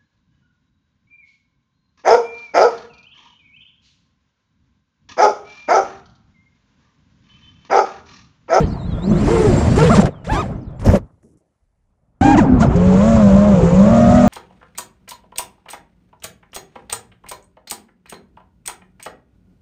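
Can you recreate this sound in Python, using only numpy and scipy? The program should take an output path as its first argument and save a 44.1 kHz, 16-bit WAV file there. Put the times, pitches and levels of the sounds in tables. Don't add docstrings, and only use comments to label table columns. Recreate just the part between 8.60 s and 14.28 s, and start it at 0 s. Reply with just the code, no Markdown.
import sys
import numpy as np
from scipy import signal
from scipy.io import wavfile
from scipy.ndimage import uniform_filter1d

SR = 44100
rng = np.random.default_rng(int(sys.argv[2]) if len(sys.argv) > 2 else 0)


def decibels_to_gain(level_db):
    exponent = np.asarray(level_db, float) / 20
    return 10 ** exponent


def dump(signal):
    limited = np.clip(np.atleast_2d(signal).T, -1, 1)
    pcm = np.round(limited * 32767).astype(np.int16)
    wavfile.write(sys.argv[1], SR, pcm)


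N = 250488
SCENE_CHANGE_S, GRASS_S = 3.611, 2.24

# time_s, shaft_hz
FLIP = [
    [(.62, 224), (.66, 300), (.7, 440), (.74, 477), (.8, 435), (.87, 405), (.94, 320), (1.0, 275)],
    [(.64, 265.4), (.71, 341.3), (.77, 350), (.82, 374), (.87, 289.2), (.96, 235), (1.08, 238),
     (1.16, 257.6)],
    [(1.165, 108), (1.185, 138), (1.21, 156), (1.235, 150), (1.25, 130)],
    [(1.292, 150), (1.318, 234), (1.333, 224), (1.352, 160), (1.364, 145)],
]
# time_s, shaft_hz
RESCUE = [
    [(1.665, 129), (1.69, 229), (1.73, 330), (1.765, 387.8), (1.81, 426), (1.83, 302), (1.85, 193.4),
     (1.9, 150), (2.06, 72)],
    [(1.67, 136.7), (1.7, 275), (1.725, 300.4), (1.765, 263.3), (1.81, 187)],
    [(1.74, 298.8), (1.81, 355)],
    [(2.33, 165), (2.346, 208), (2.362, 185), (2.376, 150)],
]
# time_s, shaft_hz
TURN = [
    [(3.61, 243.1), (3.66, 267.5), (3.735, 277), (3.745, 254), (3.768, 170)],
    [(3.61, 245.7), (3.66, 298.8), (3.72, 310.8), (3.755, 293), (3.77, 240)],
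    [(3.762, 200.5), (3.788, 345), (3.81, 235), (3.835, 178.3), (3.86, 135.6)],
    [(4.0, 142.7), (4.015, 205.4), (4.035, 240), (4.07, 137.7), (4.095, 119)],
]
# time_s, shaft_hz
FAST_PAIR = [(4.15, 171.4), (4.258, 184.4), (4.382, 191.4), (4.48, 226.4), (4.55, 225), (4.64, 203),
             (4.722, 191.4), (4.8, 203), (4.875, 207), (4.925, 198), (5.0, 167.6), (5.101, 170.8),
             (5.22, 198), (5.33, 230), (5.45, 233), (5.569, 245), (5.68, 238.3)]
# time_s, shaft_hz
SLOW_PAIR = [(4.09, 119.2), (4.23, 147.1), (4.319, 139.7), (4.47, 190), (4.55, 191), (4.7, 164), (4.8, 177),
             (4.9, 178), (5.03, 144), (5.12, 153), (5.32, 203), (5.46, 207), (5.56, 216), (5.68, 203)]
# time_s, shaft_hz
STRAYS = [
    [(5.2, 167.5), (5.3, 187.8), (5.45, 189.1), (5.56, 203), (5.68, 195)],
    [(0, 169), (.05, 132.6)],
    [(.44, 165), (.52, 228), (.545, 140), (.62, 215), (.65, 200)],
    [(3.86, 273.3), (3.9, 252), (3.945, 254.6), (4.0, 214)],
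    [(1.225, 160), (1.245, 168), (1.275, 162), (1.3, 135)],
    [(1.362, 140), (1.38, 200), (1.393, 218), (1.407, 120)],
    [(.82, 198), (.89, 208), (.93, 190), (.99, 196)],
]
BURSTS = FLIP + RESCUE + TURN + [FAST_PAIR, SLOW_PAIR] + STRAYS
# shaft_db, blade_pass_db, second_blade_harmonic_db
TONES = [(-16, -36, -56), (-21, -35, -44), (-16, -15, -25), (-13, -15, -18), (-26, -26, -37),
         (-36, -22, -33), (-30, -28, -47), (-22, -16, -34), (-14, -15, -26), (-13, -21, -36),
         (-12, -18, -25), (-14, -21, -26), (-12.5, -20, -38), (-29, -20, -30), (-21, -21, -33),
         (-21, -23, -36), (-18, -42, -55), (-15, -34, -48), (-18, -13, -32), (-10, -20, -25),
         (-45, -31, -52)]
BLADE_ROLL_DB = [-10, -10, -6, -13, -4, -7, -7, -12, -7, -10, -12, -18, -12, -12, -16, -5, -12, -12, -12,
                 -9, -12]
ROUGHNESS = [1.8, 2, 2.2, 1.5, 1, 1.5, 1.5, 3.5, 1.2, 1.5, 1.8, 3, .55, .6, .7, 2, 1.8, 2.5, 2, 2.5, 2.5]
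# shaft, blade_pass, second_harmonic (dB per octave)
GROWTH = [
    [11, 7.8, 14],
    [3.9, 5.3, 12],
]
TWICE_SHAFT_DB = [-16, -28]
# pitch_hz, width_octaves, gain_db
ARM_PEAK = (197.7, 0.12, 6.2)
# time_s, blade_pass_change_db
NOSE_DOWN = [(4.1, -1), (4.4, 0), (4.5, -3), (4.6, 0), (4.7, 3), (4.9, 4), (5.05, 2), (5.25, -1), (5.68, 0)]

# time_s, whine_hz
HUNTING = [
    [(.05, 7000), (.16, 4200), (.23, 3650), (.29, 4300), (.35, 3500), (.42, 3550), (.475, 4400),
     (.565, 3800), (.63, 6400)],
    [(.06, 5400), (.1, 4000), (.15, 4700), (.18, 4050), (.22, 4200), (.29, 3300), (.39, 3300), (.44, 3900),
     (.53, 6900)],
]
# start_s, length_s, from_hz, to_hz, level_db
GLIDES = [ (.07, .09, 6360, 3680, -58), (.44, .075, 4300, 6860, -64), (.5, .165, 3300, 6700, -52),
          (.41, .2, 7380, 7420, -58), (.86, .09, 5480, 4630, -50), (.93, .08, 5300, 4360, -51),
          (1.05, .13, 4300, 5000, -52), (.96, .07, 7500, 7400, -39), (1.49, .155, 4220, 2880, -69),
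          (1.515, .06, 4400, 3050, -67), (1.655, .03, 2600, 7000, -54), (1.9, .09, 5000, 6700, -80),
          (1.985, .13, 6730, 3400, -76), (2.02, .12, 6700, 3450, -79), (2.045, .055, 5600, 3700, -73),
          (2.1, .09, 3150, 3500, -80), (2.15, .045, 7200, 7450, -76), (3.83, .035, 6000, 4600, -54),
          (3.87, .11, 5900, 3400, -66), (3.89, .05, 5350, 5200, -63), (3.935, .06, 5200, 4000, -63),
          (3.995, .03, 4200, 8200, -47), (4.05, .06, 5300, 5070, -59), (5.0, .08, 8300, 8000, -58), ]

# start_s, peak_db, bright_db, pitch_hz
STRIKES = [(1.188, -9, -21, 800), (1.228, -9, -16, 1200), (1.25, -12, -18, 1500), (1.272, -10, -18, 900),
           (1.299, -8, -23, 700), (1.368, -6, -17, 600), (1.396, -2, -27, 850), (1.401, -6, -30, 500),
           (1.417, -10, -26, 800), (1.435, -14, -21, 600), (1.445, -14, -24, 600), (1.468, -12, -25, 800),
           (1.645, -33, -12, 900), (2.195, -28, -20, 1000), (2.216, -28, -16, 1200), (2.248, -18, -24, 600),
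           (2.264, -12, -19, 700), (2.284, -5, -33, 900), (2.317, -11, -32, 500), (2.343, -12, -32, 700),
           (2.356, -10, -18, 600), (2.371, -16, -35, 480), (2.379, -16, -35, 450), (2.468, -48, -26, 700),
           (3.81, -14, -22, 900), (4.021, -13, -20, 1400), (4.032, -16, -20, 1200)]
# start_s, peak_db, bright_db
BLOWS = [(1.297, 2, -31.5), (1.366, -2, -18), (1.399, 1.5, -32), (1.466, -3.5, -26), (2.107, -31.5, -21),
         (2.196, -25, -26.5), (2.214, -21.5, -17.5), (2.249, -15, -14), (2.262, 1, -23), (2.284, -4, -55),
         (2.63, -42, -24)]
# pitch_hz, level_db, time_to_fall_60_db_s
FRAME_MODES = [(61.3, -17, 0.065), (160, 7, 0.026), (330, 3, 0.013), (515, 14.5, 0.0083)]
# start_s, length_s,
# level_db, low_hz, high_hz
BRUSHES = [(0.0, 0.08, -45, 1900, 4300), (1.185, 0.033, -29.5, 600, 5600), (1.228, .03, -28, 803, 4500),
           (1.415, .012, -24, 400, 2300), (1.0, 0.16, -28, 450, 640), (3.612, .02, -27, 600, 1740),
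           (1.256, 0.037, -23, 410, 3200), (1.35, 0.026, -24.5, 460, 5114), (1.425, 0.073, -16, 249, 650),
           (2.195, 0.13, -56, 5000, 10000), (2.245, .13, -40, 5000, 7300), (2.263, .05, -41, 5000, 10500),
           (2.25, .13, -45, 8000, 13500), (2.25, .13, -19, 170, 470), (1.7, .12, -54, 8000, 12500),
           (0, .06, -45, 1900, 2300), (.02, .05, -47, 2900, 3300), (.03, .04, -49, 4200, 4700),
           (4.018, .03, -32, 900, 4000), (4.84, .16, -27, 740, 860), (1.37, .035, -20, 400, 1500),
           (4.05, .2, -30, 300, 420), (2.347, 0.027, -26.5, 250, 1930), (2.283, .025, -23, 500, 2000),
           (2.1, 0.41, -56, 470, 1400), (2.4, 1.24, -86, 5500, 10970), (2.63, 0.15, -49, 69.7, 390),
           (2.63, 0.008, -59, 300, 1900), (1.4627, 0.022, -23, 300, 1730), (2.626, .12, -71, 5480, 10500),
           (2.77, .045, -72.5, 5580, 10300), (2.802, .14, -65.5, 60, 604), (3.0, .6, -64, 21.93, 92.9),
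           (4.157, .02, -39.5, 4500, 7500)]

# time_s, level_db
AIRSPEED = [(0, -17), (.108, -24), (.49, -22.5), (.52, -15.5), (1.33, -15), (1.4, -13.5), (1.46, -20),
            (1.52, -34), (1.65, -36.5), (1.714, -18.5), (2.19, -36.5), (2.28, -7), (2.42, -34.5),
            (2.56, -59.5), (3.1, -80.5), (3.59, -60), (3.62, -17.5), (5.68, -16)]
# time_s, level_db
THROTTLE = [(.08, -61), (.236, -67), (.45, -59), (.694, -36), (1.14, -39), (1.42, -32), (1.455, -78),
            (1.52, -78), (1.93, -90), (2.12, -85.5), (3.59, -94.5), (3.62, -57), (3.94, -63.5), (4.1, -55),
            (4.17, -45.5), (4.476, -36), (4.92, -42), (5.68, -34.5)]
# top_reached_s, rise_s, hold_s, top_db, fall_db_per_s
PUNCHES = [(0, 0.013, 0.0078, -44, 454), (1.159, 0.0093, 0.09, -31.5, 300),
           (1.364, 0.16, 0.012, -29.5, 300), (1.456, 0.0039, 0.0023, -33.5, 799.5),
           (1.648, 0.0063, 0.042, -49.5, 96.5), (1.732, 0.051, 0.018, -37.5, 171),
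           (2.2, 0.018, 0.049, -59.5, 301.5), (2.264, 0.04, .1, -43, 700),
           (3.614, 0.0044, 0.12, -35.5, 444), (3.778, 0.033, 0.004, -29, 360),
           (4.009, 0.022, 0.006, -31, 369)]
# from_s, wash_change_db
STOPPED = (2.39, -16)
# pitch_hz, level_db_per_hz
FIELD = [(760, -29), (1300, -4), (1480, 5), (1960, 3), (3430, -9.5), (5740, -14.5), (6770, -21.5),
         (7420, 5), (7980, -18), (9070, -19.5), (11600, -45.5), (15100, -87.5), (22000, -120)]
# pitch_hz, level_db_per_hz
HALL = [(760, -30), (1300, -11.5), (1550, -10), (4820, -19), (7080, -12), (8050, -26.5), (11600, -68),
        (15100, -91.5), (22000, -120)]
# pitch_hz, level_db_per_hz
RUMBLE = [(150, 3), (300, -15.5), (600, -8), (900, -16), (1300, -20.5)]
# wash_db, hiss_db
SCALE_DB = [(-30.5, -24.5), (-27, -24)]
# pitch_hz, width_hz, level_db
PORT = (7400, 380, -9.5)


def at_hz(points, hz):
    table_hz, level_db = np.transpose(points)
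    return np.interp(np.log(hz), np.log(table_hz), level_db)


def rms_one(x):
    return x / np.sqrt(np.mean(x ** 2) + 1e-20)


def drift(rate):
    r = np.exp(-40 * np.pi * rate / SR)
    noise = rng.standard_normal(N // 20 + 2002)
    slow = signal.lfilter([1], [1, -2 * r, r * r], noise)[2000:]
    return np.interp(np.arange(N) / 20, np.arange(len(slow)), rms_one(slow))


def band_filter(x, order, low_hz, high_hz):
    return signal.sosfilt(signal.butter(order, [low_hz, high_hz], "band", fs=SR, output="sos"), x)


def band(low_hz, high_hz):
    return rms_one(band_filter(rng.standard_normal(N), 2, low_hz, high_hz))


def track(rows, fade_s):
    s, *columns = np.transpose(rows)
    span = np.arange(int(s[0] * SR), min(int(s[-1] * SR), N))
    t = span / SR
    to_end = s[-1] - t + (s[-1] * SR > N - 50)
    fade = np.clip(np.minimum(t - s[0], to_end) / fade_s, 0, 1)
    smooth = [uniform_filter1d(np.interp(t, s, c), size=600, mode="nearest") for c in columns]
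    return span, fade, smooth


def loaded_rotors():
    out = np.zeros(N)
    hunt, tear = drift(30), drift(90)
    flutter = [drift(35) for _ in range(4)]
    peak_hz, peak_octaves, peak_gain_db = ARM_PEAK
    for k, rows in enumerate(BURSTS):
        span, fade, (shaft_hz,) = track(rows, 0.0038)
        indoors = int(rows[-1][0] > SCENE_CHANGE_S)
        rough = ROUGHNESS[k]
        octaves = np.log2(shaft_hz / shaft_hz.max())
        shaft_db, blade_db, second_db = np.array(TONES[k])[:, None] + np.outer(GROWTH[indoors], octaves)
        off_peak = np.log2(shaft_hz / peak_hz) / peak_octaves
        shaft_db = shaft_db + peak_gain_db * np.exp(-off_peak ** 2)
        load_sign = (rows is FAST_PAIR) - (rows is SLOW_PAIR)
        blade_db = blade_db + load_sign * np.interp(span / SR, *np.transpose(NOSE_DOWN))

        shaken_hz = shaft_hz * (1 + .007 * rough * np.roll(hunt, k * 7001)[span])
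        turn = 2 * np.pi * np.cumsum(shaken_hz) / SR
        orders = [(1, shaft_db), (2, shaft_db + TWICE_SHAFT_DB[indoors]), (3, blade_db), (6, second_db)]
        orders += [(3 * n, second_db + BLADE_ROLL_DB[k] * (n - 2)) for n in range(3, 7)]
        for j, (order, level_db) in enumerate(orders):
            shake_db = (1.6 + .15 * j) * np.clip(rough, .9, 2.2)
            shake_db = shake_db * np.roll(flutter[j % 4], (k + 3 * j) * 9001)[span]
            tear_db = 2.2 * np.clip(rough - .8, 0, 2) * np.roll(tear, (k + 5 * j) * 4001)[span]
            level = decibels_to_gain(level_db + shake_db + tear_db)
            out[span] += np.sqrt(2) * fade * level * np.sin(order * turn + j + k)
    return out


def idling_motors(wind_db):
    out, flutter, share = np.zeros(N), drift(42), np.linspace(0, 1, 8)
    motors = [(rows, -57) for rows in HUNTING]
    for s, length_s, from_hz, to_hz, db in GLIDES:
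        done = share ** 2.1 if to_hz > from_hz else 1 - (1 - share) ** 2.1
        motors.append((np.c_[s + length_s * share, from_hz + (to_hz - from_hz) * done], db))
    for k, (rows, db) in enumerate(motors):
        span, fade, (whine_hz,) = track(rows, .012)
        steps = 2 * np.pi * np.cumsum(whine_hz) / SR
        speeding_up = np.clip(np.gradient(whine_hz) * SR / 30000, 0, 1)
        whine = decibels_to_gain(db + 5 * speeding_up) * np.sin(steps)
        idle_db = 0.5 if rows[0][0] > SCENE_CHANGE_S else -5
        shaft = decibels_to_gain(idle_db + 1.344 * wind_db[span]) * np.sin(steps / 21)
        level = decibels_to_gain(4.5 * np.roll(flutter, k * 5003)[span])
        out[span] += np.sqrt(2) * fade * level * (whine + shaft)
    return out


def strikes():
    out, t = np.zeros(N), np.arange(int(.06 * SR)) / SR
    spit = rms_one(signal.lfilter([.3], [1, -.7], band(1000, 7000)))
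    rise = np.sin(np.pi / 2 * np.minimum(t / .0015, 1)) ** 2
    for s, peak_db, bright_db, hz in STRIKES:
        at = int(s * SR)
        ring = np.zeros(len(t))
        for n, ratio in enumerate([1, 1.7, 2.6]):
            mode_hz = hz * ratio
            ring += decibels_to_gain(-7 * n - 60 * t * mode_hz / 8) * np.sin(2 * np.pi * mode_hz * t)
        spat = decibels_to_gain(bright_db - 1 - 60 * t / .035) * spit[at:at + len(t)]
        out[at:at + len(t)] += decibels_to_gain(peak_db + 3) * rise * (ring + spat)
    return out


def blows():
    out, t = np.zeros(N), np.arange(int(.2 * SR)) / SR
    crack = rms_one(signal.lfilter([.3], [1, -.7], band(900, 8000)))
    strengths_db = rng.normal(0, 0.79, (len(BLOWS), len(FRAME_MODES)))
    for (s, peak_db, bright_db), each_db in zip(BLOWS, strengths_db):
        at = int(s * SR)
        body = np.zeros(len(t))
        for (hz, db, ring_s), own_db in zip(FRAME_MODES, each_db):
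            body += decibels_to_gain(db + own_db - 60 * t / ring_s) * np.sin(2 * np.pi * hz * t)
        snap = decibels_to_gain(peak_db + bright_db - 12 - 60 * t / 0.0388) * crack[at:at + len(t)]
        out[at:at + len(t)] += decibels_to_gain(peak_db - 6.5) * np.minimum(t / 0.0042, 1) * body + snap
    return out


def brushes():
    out = np.zeros(N)
    sizes = decibels_to_gain(3.5 * np.minimum(rng.exponential(1, N), 4)) * rng.choice([-1, 1], N)
    chance = rng.random(N)
    for s, length_s, db, low_hz, high_hz in BRUSHES:
        span, fade, (level_db,) = track([(s, db), (s + length_s, db - 9)], .003)
        grains_per_s = 1000 + 0.34 * high_hz
        grains = sizes[span] * (chance[span] < grains_per_s / SR) + 1e-18
        out[span] += decibels_to_gain(level_db) * fade * rms_one(band_filter(grains, 4, low_hz, high_hz))
    return out


def in_time(table):
    t = np.arange(N) / SR
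    before, after = np.minimum(t, SCENE_CHANGE_S - .025), np.maximum(t, SCENE_CHANGE_S + .03)
    return np.interp(np.where(t < SCENE_CHANGE_S, before, after), *np.transpose(table))


def punch(s, rise_s, hold_s, top_db, fall_db_per_s):
    t = np.arange(N) / SR - s
    rise_db = np.maximum(-t * 25.5 / max(rise_s, .001), 0)
    return top_db - rise_db - fall_db_per_s * np.maximum(t - hold_s, 0)


def controls():
    t = np.arange(N) / SR
    indoors = t > SCENE_CHANGE_S
    hiss_db = np.max([in_time(THROTTLE)] + [punch(*row) for row in PUNCHES], axis=0)
    wind_db = in_time(AIRSPEED)
    wash_db = np.where(indoors, -16, -12.5) + np.where(indoors, 0.38, 0.7) * hiss_db
    stop_s, stop_db = STOPPED
    wash_db = wash_db + stop_db * ((t > stop_s) & (t < SCENE_CHANGE_S))
    rumble_db = -0.5 + .55 * wind_db + 0.36 * wash_db
    return wind_db, rumble_db, wash_db, hiss_db


def coloured(edges, colour_db, patchy_db):
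    out, together = np.zeros(N), drift(28)
    for low_hz, high_hz in zip(edges, edges[1:]):
        flicker_db = patchy_db * (0.34 * together + drift(18))
        level = np.sqrt(high_hz - low_hz) * decibels_to_gain(colour_db(np.sqrt(low_hz * high_hz)) + flicker_db)
        out += band(low_hz, high_hz) * level
    return out


def resonance(x, hz, width_hz):
    r = np.exp(-np.pi * width_hz / SR)
    poles = [1, -2 * r * np.cos(2 * np.pi * hz / SR), r * r]
    return signal.lfilter(np.array([1, 0, -1]) * (1 - r * r) / 2, poles, x)


def port_whistle(hiss_db):
    hz, width_hz, port_db = PORT
    whistle = resonance(rng.standard_normal(N), hz, width_hz)
    whistle = rms_one(resonance(whistle, hz, width_hz))
    return decibels_to_gain(hiss_db + port_db + 4 * drift(16)) * whistle * (np.arange(N) / SR < GRASS_S)


def air_noise(wind_db, rumble_db, wash_db, hiss_db):
    indoors = np.arange(N) / SR > SCENE_CHANGE_S
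    wash_db = wash_db + np.where(indoors, SCALE_DB[1][0], SCALE_DB[0][0])
    tip_db = hiss_db + np.where(indoors, SCALE_DB[1][1], SCALE_DB[0][1])

    def colour_db(hz):
        tip_share = np.clip(np.log(hz / 2200) / np.log(5500 / 2200), 0, 1)
        place_db = np.where(indoors, at_hz(HALL, hz), at_hz(FIELD, hz))
        return place_db + (1 - tip_share) * wash_db + tip_share * tip_db

    wind = rms_one(band(38, 160) * decibels_to_gain(2.5 * drift(20)))
    rumble = rms_one(coloured(np.geomspace(140, 1400, 8), lambda hz: at_hz(RUMBLE, hz), patchy_db=3))
    rotors = coloured(np.geomspace(1300, 15200, 15), colour_db, patchy_db=1.56)
    return decibels_to_gain(wind_db) * wind + decibels_to_gain(rumble_db) * rumble + rotors + port_whistle(hiss_db)


def scene():
    levels = controls()
    drone = loaded_rotors() + idling_motors(levels[0])
    drone = drone + strikes() + blows() + brushes() + air_noise(*levels)
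    dull = signal.sosfilt(signal.butter(6, 10500, fs=SR, output="sos"), drone)
    return np.where(np.arange(N) / SR > SCENE_CHANGE_S, dull, drone)[None, :]


def band_limit(x):
    return signal.sosfilt(signal.butter(12, 15200, fs=SR, output="sos"), x)


def record(dry):
    rounded = dry / (1 + np.abs(dry / .97) ** 4) ** .25
    return band_limit(rounded)


dry = scene()
out = record(dry)
dump(out)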